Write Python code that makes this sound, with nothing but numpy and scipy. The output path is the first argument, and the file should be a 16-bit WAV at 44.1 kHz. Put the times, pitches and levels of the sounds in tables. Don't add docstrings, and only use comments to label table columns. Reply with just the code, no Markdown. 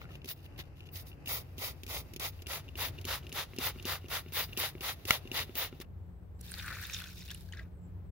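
import sys
import numpy as np
from scipy import signal
from scipy.fft import rfft, irfft, next_fast_len
from scipy.io import wavfile
from scipy.ndimage import map_coordinates

SR = 44100
rng = np.random.default_rng(int(sys.argv[2]) if len(sys.argv) > 2 else 0)


def generate_wav(signal):
    frames = np.transpose(np.atleast_2d(signal))
    scaled = np.clip(frames, -1, 1) * 32767
    pcm = np.round(scaled).astype(np.int16)
    wavfile.write(sys.argv[1], SR, pcm)


def volts_from_db(level):
    exponent = np.asarray(level, float) / 20
    return 10 ** exponent


N = 357651
MOVE_S = 5.85

# frequency in Hz, density in dB per Hz.
AIR_NEAR_SPECTRUM = [(15, -41.5), (25, -8.5), (86, -2.5), (133, -1.5), (184, -16.5), (283, -13),
                     (788, -21.5), (926, -26), (2380, -32), (2650, -27), (3470, -45), (4930, -40),
                     (8910, -56), (11700, -45.5), (15700, -52)]
# frequency in Hz, density in dB per Hz.
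AIR_FAR_SPECTRUM = [(15, -44), (25, -20), (64, 0), (96, -4.5), (184, -19), (234, -22.5), (380, -22.5),
                    (586, -29), (788, -32), (2650, -48.5), (4670, -57), (6810, -61.5), (9930, -65.5),
                    (12000, -55), (15700, -54.5)]
# frequency in Hz, likeness 0-1.
AIR_LIKENESS = [(25, .6), (60, 0.96), (130, 0.8), (290, .75), (640, 0.18), (1400, 0.02), (16000, 0.02)]
# frequency in Hz, width in Hz, level near the bucket in dB re load, level further off in dB.
MOTOR_ORDERS = [(63, 13, -2, -4), (88.97, 4.4, -1, -2), (149.6, 9.3, -8.5, -17.5), (176.3, 5.3, -16, -8.5)]
# time in seconds, level in dB.
MOTOR_LOAD = [(0.0, -43.5), (0.16, -52.5), (0.45, -53.5), (0.7, -54.5), (2.1, -50.5), (3.0, -51.5),
              (4.0, -50), (5.5, -56), (5.92, -51.5), (6.6, -50), (6.93, -50), (7.43, -51.5), (7.91, -45.5),
              (8.1, -47)]
# centre in seconds, length in seconds, start pitch in Hz, end pitch in Hz, level in dB.
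CHIRPS = [
    (6.04, 0.12, 7190, 7613, -93.5),
    (6.177, 0.25, 7904, 8350, -90.5),
    (6.375, 0.062, 7707, 7760, -82.5),
    (7.759, .09, 8300, 8400, -83),
    (7.844, 0.104, 7580, 7530, -78),
    (8.081, 0.07, 8210, 8070, -86),
]

# start in seconds, length in seconds, hiss level in dB, mist level in dB.
PRIMING = [
    (0.0, 0.056, -69.5, -67.5),
    (0.095, 0.087, -74, -74.5),
    (0.275, 0.058, -46, -55.5),
    (0.42, 0.055, -65.5, -73),
    (0.578, 0.046, -56, -57),
    (0.764, 0.034, -69, -75),
    (0.933, 0.091, -50.5, -62.5),
    (1.058, 0.051, -61, -71),
]
# start in seconds, length in seconds, hiss level in dB, mist level in dB, fade in dB.
STROKES = [(1.281, 0.13, -41.5, -44, 10), (1.593, 0.12, -42.5, -43.5, 1.5),
           (1.887, 0.12, -42.5, -43.5, -0.5), (2.192, 0.097, -42.5, -42, -3),
           (2.484, 0.11, -43.5, -42.5, 2), (2.777, 0.11, -40.5, -41, -0.5), (3.071, 0.11, -42, -43, 1),
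           (3.339, 0.1, -43.5, -43, -4), (3.594, 0.11, -40.5, -41, -3.5), (3.863, 0.11, -41, -42.5, 6.5),
           (4.104, 0.099, -40.5, -42.5, 1.5), (4.333, 0.11, -38.5, -42, -4),
           (4.577, 0.12, -38.5, -41.5, 7.5), (4.819, 0.11, -41.5, -42.5, -2.5),
           (5.078, 0.1, -39.5, -40.5, 5.5), (5.333, 0.1, -40.5, -41.5, -1), (5.569, 0.11, -41.5, -42, 8),
           (5.812, 0.019, -53.5, -54, 18)]
# share of its length, hiss gain in dB, mist gain in dB.
PRESSURE = [
    (-.2, -31.5, -28.5),
    (0., -6, -8.5),
    (.15, -2, 0.5),
    (.45, 2.5, 5),
    (.7, 0.5, 5),
    (1., -7, -6.5),
    (1.25, -26.5, -24),
    (2.2, -27.5, -24),
    (3.5, -68, -63.5),
]
# frequency in Hz, density in dB per Hz.
NOZZLE_SPECTRUM = [(1470, -27.5), (2500, -2), (3030, -21.5), (3670, 4.5), (4220, -3), (4810, 0.5),
                   (5310, -1), (7110, -12), (8360, -12), (11100, 0.5), (15100, 2), (15700, 2)]
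# frequency in Hz, density in dB per Hz.
MIST_SPECTRUM = [(180, -50), (300, -12.5), (482, -2), (1260, -3), (1660, -4), (1920, -1), (2310, -4),
                 (2860, -3), (7000, -11.5), (9100, -50.5), (15400, -120)]
# frequency in Hz, width in Hz, level in dB.
WHISTLES = [(11250, 500, -5.5), (15200, 1000, 0.5), (4700, 400, -2.5), (6500, 500, -5.)]
# time in seconds, peak in dB, centre in Hz.
NOZZLE_SPITS = [(1.2826, -23, 14900), (1.352, -34, 15200), (1.583, -38, 15000), (2.1981, -50, 15300),
                (2.2005, -30, 11650), (2.7792, -37, 14900), (3.3514, -32, 14300), (3.5625, -45, 10400),
                (4.0938, -42, 15000), (4.1097, -37, 14900), (4.3362, -28, 15300), (4.337, -35.5, 11000),
                (4.5742, -30, 11400), (4.600, -23, 11400), (4.601, -26, 14740), (5.5539, -32, 12000)]
# time in seconds, share inside the bucket 0-1, position across (0 middle, about
AIM = [(.3, 1, 1.6, 0.2), (.97, 0.64, 2.2, 0), (1.35, 0., 0.23, .1), (1.65, 0.15, 0.45, .1),
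       (1.95, 0.04, -0.29, 0.3), (2.24, 0.5, -0.67, 0.2), (2.53, 0.59, -0.87, 0.62),
       (2.83, 0.82, 0.058, 0.4), (3.12, 1, -1.4, 0.23), (3.391, 0.98, -1.2, 0), (3.65, 0.92, -0.37, 0.35),
       (3.91, 1.01, -0.68, 0.7), (4.15, 1, -0.11, 1), (4.39, 1, 0.54, 0.7), (4.63, 1, -0.16, 0.23),
       (4.87, 0.86, -0.066, 0.97), (5.13, 0.73, 0.69, 0), (5.39, 0.94, 1.1, 0), (5.62, 0.89, 0.38, 0.03)]
# frequency in Hz, width in Hz.
BUCKET_MODES = [(1360, 670), (2050, 560), (2870, 270), (3650, 700)]
# level from outside in dB, level from inside in dB,
# dB per unit across, dB per unit down.
MODE_AIM = [(-26.5, -11, -7.5, 12), (-1.5, -6.5, 6.5, 3.5), (-24.5, 0, 5.5, -6), (-14.5, 6, 3.5, -4.5)]
# frequency in Hz, width in Hz.
RIM_NOTCHES = [(1600, 670), (2950, 150), (4200, 110)]

# time in seconds, ring peak in dB, crack in dB, thump in dB.
PULLS = [(0.2449, -39, -46, -42), (0.2883, -49, -36.5, -63), (0.5915, -37, -47, -46.5),
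         (0.957, -43, -41.5, -59), (1.259, -36, -45, -64), (1.581, -43, -42, -38),
         (1.8335, -55, -41.5, -42), (1.8777, -43.5, -49, -48), (2.162, -38, -37.5, -35.5),
         (2.1969, -44, -36.5, -42.5), (2.4685, -36, -38.5, -42), (2.755, -33.5, -51, -46),
         (3.0518, -53, -34.5, -35), (3.3261, -39, -37.5, -38.5), (3.5856, -40, -33, -30.5),
         (3.8533, -32, -34.5, -31.5), (4.3223, -48, -48, -40), (4.574, -29, -33, -34),
         (4.808, -31, -41, -40.5), (5.0529, -41, -38.5, -37), (5.3158, -25, -40.5, -36.5),
         (5.554, -54, -36.5, -36.5), (5.801, -44, -44, -37.5)]
# time in seconds, peak in dB.
RETURNS = [(0.019, -57), (0.104, -45), (2.015, -47), (2.912, -54), (3.2405, -45), (3.5346, -45),
           (3.7597, -40.5), (4.043, -42), (4.2616, -38), (4.49, -41), (4.752, -38), (5.2541, -39.5),
           (5.494, -39), (5.7266, -37.5)]
# time in seconds, peak in dB.
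VALVE = [(0.154, -34), (0.8056, -38.5), (0.87, -46), (2.6882, -37.5), (2.9863, -34), (3.0444, -33.5),
         (3.2678, -34), (3.319, -35.5), (3.798, -34), (4.06, -42), (4.285, -42), (4.5313, -29.5),
         (5.2745, -36)]
# time in seconds, peak in dB.
SLACK = [
    (0.2575, -45.5),
    (1.0688, -52),
    (1.8653, -42.5),
    (2.136, -43),
    (2.4204, -44.5),
    (3.013, -46.5),
    (3.2934, -47),
    (3.5631, -45),
    (3.8254, -45.5),
    (4.0837, -47),
]
# time in seconds, peak in dB.
TICKS = [(.2179, -43), (.4614, -46), (.5616, -49), (.889, -42), (1.1164, -43.5), (1.129, -47),
         (1.2738, -28.5), (1.587, -39), (2.392, -49), (2.399, -52), (2.461, -42), (2.681, -44),
         (2.9809, -44), (3.2268, -54), (3.5356, -48), (3.578, -39), (3.7761, -53), (3.787, -42),
         (3.8474, -37), (4.016, -68), (4.054, -49), (4.2809, -51), (4.3263, -48), (4.527, -40),
         (4.568, -32), (4.5788, -30), (4.781, -46.5), (5.558, -36)]
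# ring, crack, thump, all in dB re its peak.
RETURN_MIX = (-10, -39, 0.)
VALVE_MIX = (-1.4, -20.5, -14.5)
SLACK_MIX = (-30.5, 0., -1.4)
TICK_MIX = (1.5, -24, -16)
# frequency in Hz, level in dB, T60 in seconds.
PLASTIC_MODES = [(2460, -17.5, 0.034), (2850, 2.5, 0.018), (3600, -6.5, 0.0091), (4816, -16.5, 0.0081)]
# frequency in Hz, level in dB, T60 in seconds.
HOUSING_MODES = [(262, -5, 0.062), (363.4, 2.5, 0.039)]
# frequency in Hz, density in dB per Hz.
CRACK_SPECTRUM = [(1200, -26), (2500, 0), (3800, -4), (6500, -5), (8300, -24), (11000, -8), (15500, -9)]
# time in seconds, peak in dB, pitch in Hz, T60 in seconds.
SLOSH = [
    (0.0162, -35, 1230, 0.014),
    (0.019, -45, 1370, 0.027),
    (0.0418, -40, 1400, 0.016),
    (0.054, -40, 1380, 0.015),
    (0.09, -43, 1810, 0.041),
    (0.107, -42, 1290, 0.021),
]

# time in seconds, peak in dB.
SNAP = [
    (5.107, -6.5),
]
# frequency in Hz, level in dB, T60 in seconds.
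SHELL_MODES = [(262, -34, 0.027), (1400, -8, 0.025), (2220, 2.5, 0.0071), (2850, -2.5, 0.022),
               (4700, -14, .005)]

# time in seconds, flow as splash level in dB, trapped air as gurgle level in dB.
POUR = [
    (6.39, -78, -84.5),
    (6.45, -61, -82),
    (6.584, -56, -49),
    (6.71, -56.5, -41.5),
    (6.85, -57, -50),
    (6.95, -52.5, -55.5),
    (7.05, -60.5, -55.5),
    (7.3, -66, -82),
    (7.58, -77, -82),
]
# frequency in Hz, density in dB per Hz.
SPLASH_SPECTRUM = [(760, -28), (1300, -20), (1490, -9), (2040, -13), (2480, -11.5), (2990, -11.5),
                   (3650, -10.5), (3970, -7), (8580, -22.5), (11100, -15.5), (15700, -12.5)]
# frequency in Hz, width in Hz, level in dB.
FAR_BUCKET_MODES = [(1520, 130, -5), (1773, 430, -0.5), (2590, 450, 1.5), (3630, 160, 6.5),
                    (5330, 920, 7.5)]
# time in seconds, peak in dB, pitch in Hz.
DROPS = [(6.4101, -45, 5740), (6.4323, -51, 4300), (6.4528, -48, 3820), (6.4804, -40, 3630),
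         (6.493, -45, 4030), (6.502, -42, 2650), (6.518, -35, 1558), (6.54, -24, 4660), (6.576, -37, 3620),
         (6.581, -34.5, 1600), (6.59, -29, 3600), (6.596, -26, 3620), (6.5992, -34, 2430),
         (6.624, -35, 5770), (6.6548, -42, 1350), (6.6646, -37, 1350), (6.681, -22.5, 1460),
         (6.686, -42, 1480), (6.7046, -30, 1330), (6.7266, -26.5, 1520), (6.8186, -42, 1570),
         (6.8258, -39, 1600), (6.8373, -31, 1750), (6.851, -29, 3600), (6.898, -25.5, 2400),
         (6.946, -24, 3220), (6.9655, -26, 3550), (6.988, -28, 3570), (7.002, -30, 2620),
         (7.019, -32, 1470), (7.0403, -30, 3370), (7.013, -33, 3300), (7.045, -42, 1400),
         (7.059, -39, 1510), (7.072, -40, 2520), (7.074, -45.5, 1618), (7.088, -41, 1500),
         (7.11, -51, 2310), (7.1505, -56, 5340), (7.168, -49, 3750), (7.2195, -42, 3690),
         (7.2802, -38, 3620), (7.286, -38, 2740), (7.297, -33, 2800), (7.304, -27.5, 3290),
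         (7.311, -31, 3500), (7.221, -42, 2000), (7.199, -48, 3660), (7.316, -38, 1695), (7.348, -34, 2850),
         (7.3737, -51.5, 3680), (7.408, -53.5, 3630)]
# time in seconds, peak in dB, pitch in Hz, T60 in seconds.
DRIPS = [(7.4883, -50, 1610, 0.022), (7.524, -33, 3010, 0.014), (7.5344, -30, 1880, 0.011),
         (7.5706, -40.5, 1650, 0.039), (7.587, -40, 1609, 0.057), (7.594, -34, 1950, 0.02),
         (7.536, -55, 3150, 0.045), (7.548, -45, 1700, .015), (7.574, -53, 4100, 0.033),
         (7.61, -54, 1620, .05), (7.628, -58, 2300, .03), (7.659, -57, 1430, .04)]
# time in seconds, peak in dB, centre in Hz.
POUR_SPITS = [(6.4116, -36, 11100), (6.4135, -42, 7300), (6.513, -35, 10500), (6.5182, -30.5, 9300),
              (6.5395, -37, 14500), (6.5959, -55.5, 13100), (6.663, -38, 8600), (6.7784, -50, 14800),
              (6.8154, -35, 13400), (6.827, -42, 7400), (6.869, -34, 12600), (6.8972, -41, 6690),
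              (6.9141, -47, 6000), (6.9455, -44, 6920), (6.9458, -38, 4500), (6.9462, -40.5, 11000),
              (6.99, -39, 12500), (7.001, -38, 12500), (7.02, -39, 12000), (7.0398, -40, 5410),
              (7.0722, -46, 5600), (7.104, -55, 6500), (7.117, -58, 5200), (7.129, -56, 6300),
              (7.145, -51.5, 6500), (7.157, -50, 5800), (7.17, -51, 5600), (7.191, -45, 5890),
              (7.199, -49.5, 6500), (7.2164, -46, 5160), (7.229, -42, 4150), (7.238, -52, 6000),
              (7.259, -44, 4250), (7.2793, -44, 5330), (7.333, -50, 4320), (7.3735, -53, 4880),
              (7.4095, -51, 5030), (7.4599, -54, 5420), (7.5496, -56, 6570), (7.1506, -46, 12800),
              (7.2609, -50, 14200), (7.2883, -42, 11300), (7.306, -38, 5500), (7.3135, -32, 13000),
              (7.315, -34, 6000), (7.3465, -30.5, 10200), (7.4085, -41, 11470), (7.4893, -50, 4533),
              (7.5243, -41.5, 6500), (7.572, -47, 5540), (7.593, -57, 4000)]

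# frequency in Hz, likeness 0-1.
CLOSE_LIKENESS = [(30, 0.65), (70, 0.88), (400, 0.86), (1500, 0.7), (4000, 0.21), (9000, 0.19),
                  (16000, 0.16)]
# time in seconds, lag in samples.
LEFT_LAG = [(0, 7), (2.3, 5.5), (3.2, 1), (4.3, 2.5), (5.2, 4.5), (5.8, 2), (8.1, -3)]
# frequency in Hz, left minus right in dB.
PORT_TILT = [(60, 0), (140, 2.5), (400, 1.5), (2000, 2.), (3500, 3.5), (5500, .5), (7000, -5), (7800, -13),
             (8400, -8), (9200, -9.5), (10000, -9.5), (11500, -4), (13000, -3), (15500, 3.5)]


def rms_one(x):
    return x / np.sqrt(np.mean(x ** 2) + 1e-20)


def in_time(rows):
    s, *columns = np.transpose(sorted(rows))
    return [np.interp(np.arange(N) / SR, s, column) for column in columns]


def coloured(x, points):
    size = next_fast_len(N + SR // 10, True)
    edge = (size - N) // 2
    padding = [(0, 0)] * (np.ndim(x) - 1) + [(edge, size - N - edge)]
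    wide = np.pad(x, padding, mode="reflect")
    bin_hz = np.maximum(np.arange(size // 2 + 1) * SR / size, 1)
    hz, gain = np.transpose(points)
    weight = np.interp(np.log(bin_hz), np.log(hz), gain)
    return irfft(rfft(wide) * weight, size)[..., edge:edge + N]


def shaped(x, spectrum):
    fine_hz = np.geomspace(10, SR / 2, 300)
    hz, db = np.transpose(spectrum)
    gain = volts_from_db(np.interp(np.log(fine_hz), np.log(hz), db))
    return rms_one(coloured(x, np.c_[fine_hz, gain]))


def pair(mid, side, likeness=CLOSE_LIKENESS):
    hz, alike = np.transpose(likeness)
    alike = np.clip(alike, 0, 1)
    mid = coloured(mid, np.c_[hz, np.sqrt(1 + alike)])
    side = coloured(side, np.c_[hz, np.sqrt(1 - alike)])
    return np.array([mid + side, mid - side])


def noise(likeness=CLOSE_LIKENESS):
    return pair(*rng.standard_normal((2, N)), likeness)


def drift(rate_hz):
    r = np.exp(-32 * np.pi * rate_hz / SR)
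    white = rng.standard_normal((N + SR) // 16 + 2)
    slow = signal.lfilter([1], [1, -2 * r, r * r], white)[SR // 16:]
    return np.interp(np.arange(N) / 16, np.arange(len(slow)), rms_one(slow))


def ring(impulses, hz, t60_s):
    r, w = volts_from_db(-60 / (t60_s * SR)), 2 * np.pi * hz / SR
    return signal.lfilter([0, np.sin(w)], [1, -2 * r * np.cos(w), r * r], impulses + 1e-18)


def resonate(x, hz, width_hz):
    r = np.exp(-np.pi * width_hz / SR)
    alive = x + 1e-15 * (np.arange(np.shape(x)[-1]) % 3)
    zeros = np.array([1, 0, -1]) * (1 - r * r) / 2
    return signal.lfilter(zeros, [1, -2 * r * np.cos(2 * np.pi * hz / SR), r * r], alive)


def clicks(times_s, db):
    out = np.zeros(N)
    out[np.round(np.asarray(times_s) * SR).astype(int)] = volts_from_db(np.asarray(db))
    return out


def dying(impulses, t60_s):
    return signal.lfilter([1], [1, -volts_from_db(-60 / (t60_s * SR))], impulses + 1e-18)


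def grains(per_s, spread_db):
    sizes = volts_from_db(spread_db * np.minimum(rng.exponential(1, N), 5)) * rng.choice([-1, 1], N)
    return sizes * (rng.random(N) < per_s / SR)


def in_bucket(x, modes, ring_db):
    return x + volts_from_db(ring_db) * sum(volts_from_db(db) * resonate(x, hz, width_hz) for hz, width_hz, db in modes)


def soft(x, cut_hz):
    return signal.sosfilt(signal.butter(2, cut_hz, fs=SR, output="sos"), x)


def outdoors():
    t = np.arange(N) / SR
    far = np.clip((t - MOVE_S) / 0.0029, 0, 1)
    white = noise(AIR_LIKENESS)
    air = (1 - far) * volts_from_db(-53) * shaped(white, AIR_NEAR_SPECTRUM)
    air = air + far * volts_from_db(-50.0) * shaped(white, AIR_FAR_SPECTRUM)
    white = noise(AIR_LIKENESS)
    drone = 0
    for hz, width_hz, near_db, far_db in MOTOR_ORDERS:
        order = resonate(resonate(white, hz, width_hz), hz, 3 * width_hz)
        drone = drone + volts_from_db(near_db + (far_db - near_db) * far) * rms_one(order)
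    gust_db = 1.65 * (1 - 0.58 * far) * (drift(3.2) + 0.67 * drift(16))
    air = air * volts_from_db(gust_db)
    rasp = drift(250)
    for s, length_s, from_hz, to_hz, db in CHIRPS:
        half_s = length_s / 2
        hz = np.interp(t, [s - half_s, s + half_s], [from_hz, to_hz])
        phase = 2 * np.pi * np.cumsum(hz) / SR
        air += volts_from_db(db) * np.exp(-((t - s) / half_s) ** 2) * rasp * np.sin(phase)
    return air + volts_from_db(in_time(MOTOR_LOAD)[0]) * drone


def squeezes():
    t = np.arange(N) / SR
    share, *curves_db = np.transpose(sorted(PRESSURE))
    gains = np.zeros((2, N))
    bites_s = np.array(PULLS)[:, 0]
    for s, length_s, hiss_db, mist_db, fade_db in [(*row, 0) for row in PRIMING] + STROKES:
        near_bites_s = bites_s[np.abs(bites_s - s) < .012]
        start_s = max([s + share[0] * length_s, *near_bites_s])
        part = slice(max(round(start_s * SR), 0), round((s + share[-1] * length_s) * SR))
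        done = (t[part] - s) / length_s
        fade = fade_db * (np.clip(done, 0, 1) - .5)
        gains[:, part] += [volts_from_db(db + np.interp(done, share, curve_db) - fade)
                           for db, curve_db in zip((hiss_db, mist_db), curves_db)]
    return gains * (t < MOVE_S)


def spits(rows):
    out, size = np.zeros(N), SR // 50
    decay = volts_from_db(-60 * np.arange(size) / (0.012 * SR))
    for (s, peak_db, hz), burst in zip(rows, rng.standard_normal((len(rows), size))):
        burst = burst + 5.7 * (np.arange(size) == 0)
        one = resonate(burst * decay, hz, 0.13 * hz)
        start = round(s * SR)
        out[start:start + size] += volts_from_db(peak_db) * one / np.abs(one).max()
    return out


def spray():
    hiss, mist = squeezes()
    inside, across, down = in_time(AIM)
    unprimed = np.arange(N) < 1 * SR
    sputter = volts_from_db(2 * drift(78) * unprimed)
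    patter = shaped(pair(grains(9000, spread_db=1.5), grains(9000, spread_db=1.5)), MIST_SPECTRUM)
    modes = []
    for (hz, width_hz), (out_db, in_db, across_db, down_db) in zip(BUCKET_MODES, MODE_AIM):
        aim_db = out_db + (in_db - out_db) * inside + across_db * across + down_db * down
        modes.append((hz, width_hz, aim_db + 1.1 * drift(4.4)))
    landing = in_bucket(patter, modes, ring_db=-1.2)
    turbulence = shaped(noise(), NOZZLE_SPECTRUM)
    whistles = [(hz, width_hz, db + 7.5 * drift(9.)) for hz, width_hz, db in WHISTLES]
    swirl = in_bucket(turbulence, whistles, ring_db=-7.5)
    jet = hiss * volts_from_db(2.0 + 1.1 * drift(50)) * swirl
    jet = jet + mist * volts_from_db(-2.5 + 1.63 * drift(51)) * landing
    jet = jet * sputter + spits(NOZZLE_SPITS)
    at_rim = np.clip(0.9 + (.14 - 0.9) * inside, 0, 1)
    return jet - at_rim * sum(resonate(jet, hz, width_hz) for hz, width_hz in RIM_NOTCHES)


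def contacts():
    kinds = ((RETURNS, RETURN_MIX), (VALVE, VALVE_MIX), (SLACK, SLACK_MIX), (TICKS, TICK_MIX))
    others = [(s, *(db + np.array(mix))) for rows, mix in kinds for s, db in rows]
    return np.transpose(PULLS + others)


def struck(times_s, peak_db, modes, uneven_db):
    luck_db = uneven_db * rng.standard_normal((len(times_s), len(modes)))
    return sum(ring(clicks(times_s, peak_db + db + luck_db[:, k]), hz, t60_s)
               for k, (hz, db, t60_s) in enumerate(modes))


def drop(hz, t60_s, rise):
    done = np.arange(int(t60_s * SR)) / (t60_s * SR)
    tone = np.sin(2 * np.pi * hz * t60_s * done * (1 + rise * done))
    return tone * (1 - np.exp(-14 * done)) * volts_from_db(8.0 - 60 * done)


def drops(rows):
    out = np.zeros(N)
    for s, peak_db, hz, t60_s, *_ in rows:
        one = drop(hz, t60_s, rise=0.019)
        start = round(s * SR)
        out[start:start + len(one)] += volts_from_db(peak_db - 8.0) * one
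    return out


def trigger():
    s, ring_db, crack_db, thump_db = contacts()
    shut_s = np.array(VALVE)[:, 0]
    refill = np.cumsum(clicks(shut_s - 0.051, 0) - clicks(shut_s, 0))
    creaks_per_s = (22 + 92 * refill) * (np.arange(N) < MOVE_S * SR)
    creak_s = np.flatnonzero(rng.random(N) < creaks_per_s / SR) / SR
    grip_db = 4.5 * drift(7.3)[(creak_s * SR).astype(int)]
    creak_db = -64 + grip_db + 3.0 * rng.standard_normal(len(creak_s))
    pops = struck(s, ring_db - 4.5, PLASTIC_MODES, uneven_db=-1.0)
    pops += struck(s + 0.001169, ring_db - 7.5, PLASTIC_MODES, uneven_db=2.0)
    pops += struck(creak_s, creak_db, PLASTIC_MODES, uneven_db=3.5)
    thumps = soft(struck(s, thump_db - 4.0, HOUSING_MODES, uneven_db=4.), cut_hz=600)
    crack_env = dying(clicks(s, crack_db + 0.5), 0.034)
    dust_env = dying(clicks(creak_s, -75.5 + grip_db), 0.06)
    crack = shaped(noise(), CRACK_SPECTRUM) * (crack_env + dust_env)
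    knock_rows = [(s, db - 10.0) for s, db, *_ in SLOSH] + [(s, db - 9.5) for s, db in RETURNS]
    knock_s, knock_db = np.transpose(knock_rows)
    knocks = soft(struck(knock_s, knock_db, SHELL_MODES[:3], uneven_db=3.5), cut_hz=4700)
    body = resonate(resonate(pops, 2900, 2600), 2900, 2600)
    return body + thumps + crack + volts_from_db(-4.5) * drops(SLOSH) + knocks


def snap():
    (s, peak_db), = SNAP
    blows = clicks([s, s + 0.00052, s + 0.00149], peak_db + np.array([-13., -6., -11.]))
    crack = shaped(noise(), CRACK_SPECTRUM) * dying(clicks([s + 0.00027], peak_db - 5.0), 0.0085)
    return crack + sum(volts_from_db(db) * ring(blows, hz, t60_s) for hz, db, t60_s in SHELL_MODES)


def water_levels():
    pool_s, stream_end_s, slug_s, drain_db_per_s = 6.75, 7.34, 7.585, 173.5
    t = np.arange(N) / SR
    splash_db, gurgle_db = in_time(POUR)
    slug_db = -260 * np.abs(t - slug_s)
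    pool_db = -18 * np.clip((pool_s - t) / 0.083, 0, 1) + 5 * np.maximum(t - pool_s, 0)
    fizz_db = splash_db + pool_db - drain_db_per_s * np.maximum(t - stream_end_s, 0)
    splash_db = splash_db - 0.7 * drain_db_per_s * np.maximum(t - slug_s, 0)
    return np.maximum(gurgle_db, -51 + slug_db), np.maximum(fizz_db, -65 + slug_db), splash_db


def bubbles(per_s, low_hz, high_hz, cycles, spread_db):
    first = round(MOVE_S * SR)
    born, dealt = grains(per_s, spread_db)[first:], rng.integers(0, 12, N - first)
    ears = np.zeros((2, N - first))
    for k, hz in enumerate(np.geomspace(low_hz, high_hz, 12)):
        one = signal.oaconvolve(born * (dealt == k), drop(hz, cycles / hz, rise=0.074))[:N - first]
        ears += one * volts_from_db(3.8 * rng.standard_normal() * np.array([[1], [-1]]))
    ears = rms_one(in_bucket(ears, FAR_BUCKET_MODES, ring_db=8.0))
    return np.pad(ears, [(0, 0), (first, 0)])


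def pour():
    gurgle_db, fizz_db, splash_db = water_levels()
    wet = np.arange(N) > POUR[0][0] * SR
    clumps_per_s = 5000 * volts_from_db(4.0 * drift(60))
    ears = volts_from_db(gurgle_db - 4.0) * bubbles(800, 1196, 2370, cycles=11.6, spread_db=0.5)
    deep_db = -61.0 + 0.66 * np.minimum(gurgle_db + 38.5, 0)
    ears += volts_from_db(deep_db) * bubbles(120, 472, 1060, cycles=32.0, spread_db=5.0)
    fizz_gain = volts_from_db(fizz_db + 0.6 + 4.4 * drift(27))
    ears += fizz_gain * bubbles(1500, 2220, 6700, cycles=23.0, spread_db=2.0)
    impacts = pair(grains(clumps_per_s, spread_db=0.0), grains(clumps_per_s, spread_db=3.5))
    ears += volts_from_db(splash_db + 8.0) * shaped(impacts, SPLASH_SPECTRUM)
    s, peak_db, hz = np.transpose(DROPS)
    t60_s = 0.018 * (2500 / hz) ** 0.44 * volts_from_db(-0.31 * (peak_db + 49))
    falling = list(zip(s, peak_db, hz, t60_s)) + DRIPS
    every_s, every_db = np.transpose(falling)[:2]
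    slap_env = dying(clicks(every_s, every_db - 14.0), 0.058)
    slaps = spits(POUR_SPITS) + soft(shaped(noise(), SPLASH_SPECTRUM), cut_hz=4100) * slap_env
    return wet * ears + slaps + volts_from_db(-2.0) * in_bucket(drops(falling), FAR_BUCKET_MODES, ring_db=-9.5)


def scene():
    close = spray() + trigger() + snap() + pour()
    left_at = np.arange(N) - in_time(LEFT_LAG)[0]
    close[0] = map_coordinates(close[0], [left_at], order=3, mode="mirror")
    return close + outdoors()


def top_cut(x):
    return signal.sosfilt(signal.butter(12, 16650, fs=SR, output="sos"), x)


def record(dry):
    hz, tilt_db = np.transpose(PORT_TILT)
    ports = np.array([coloured(ear, np.c_[hz, volts_from_db(sign * tilt_db / 2)]) for ear, sign in zip(dry, (1, -1))])
    rounded = .8 * np.tanh(ports / .8)
    mix = coloured(rounded, [(22, .2), (45, 1), (15780, 1), (15840, volts_from_db(-46))])
    mix = mix * np.minimum((N - np.arange(N)) / (.012 * SR), 1)
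    return top_cut(mix)


dry = scene()
out = record(dry)
generate_wav(out)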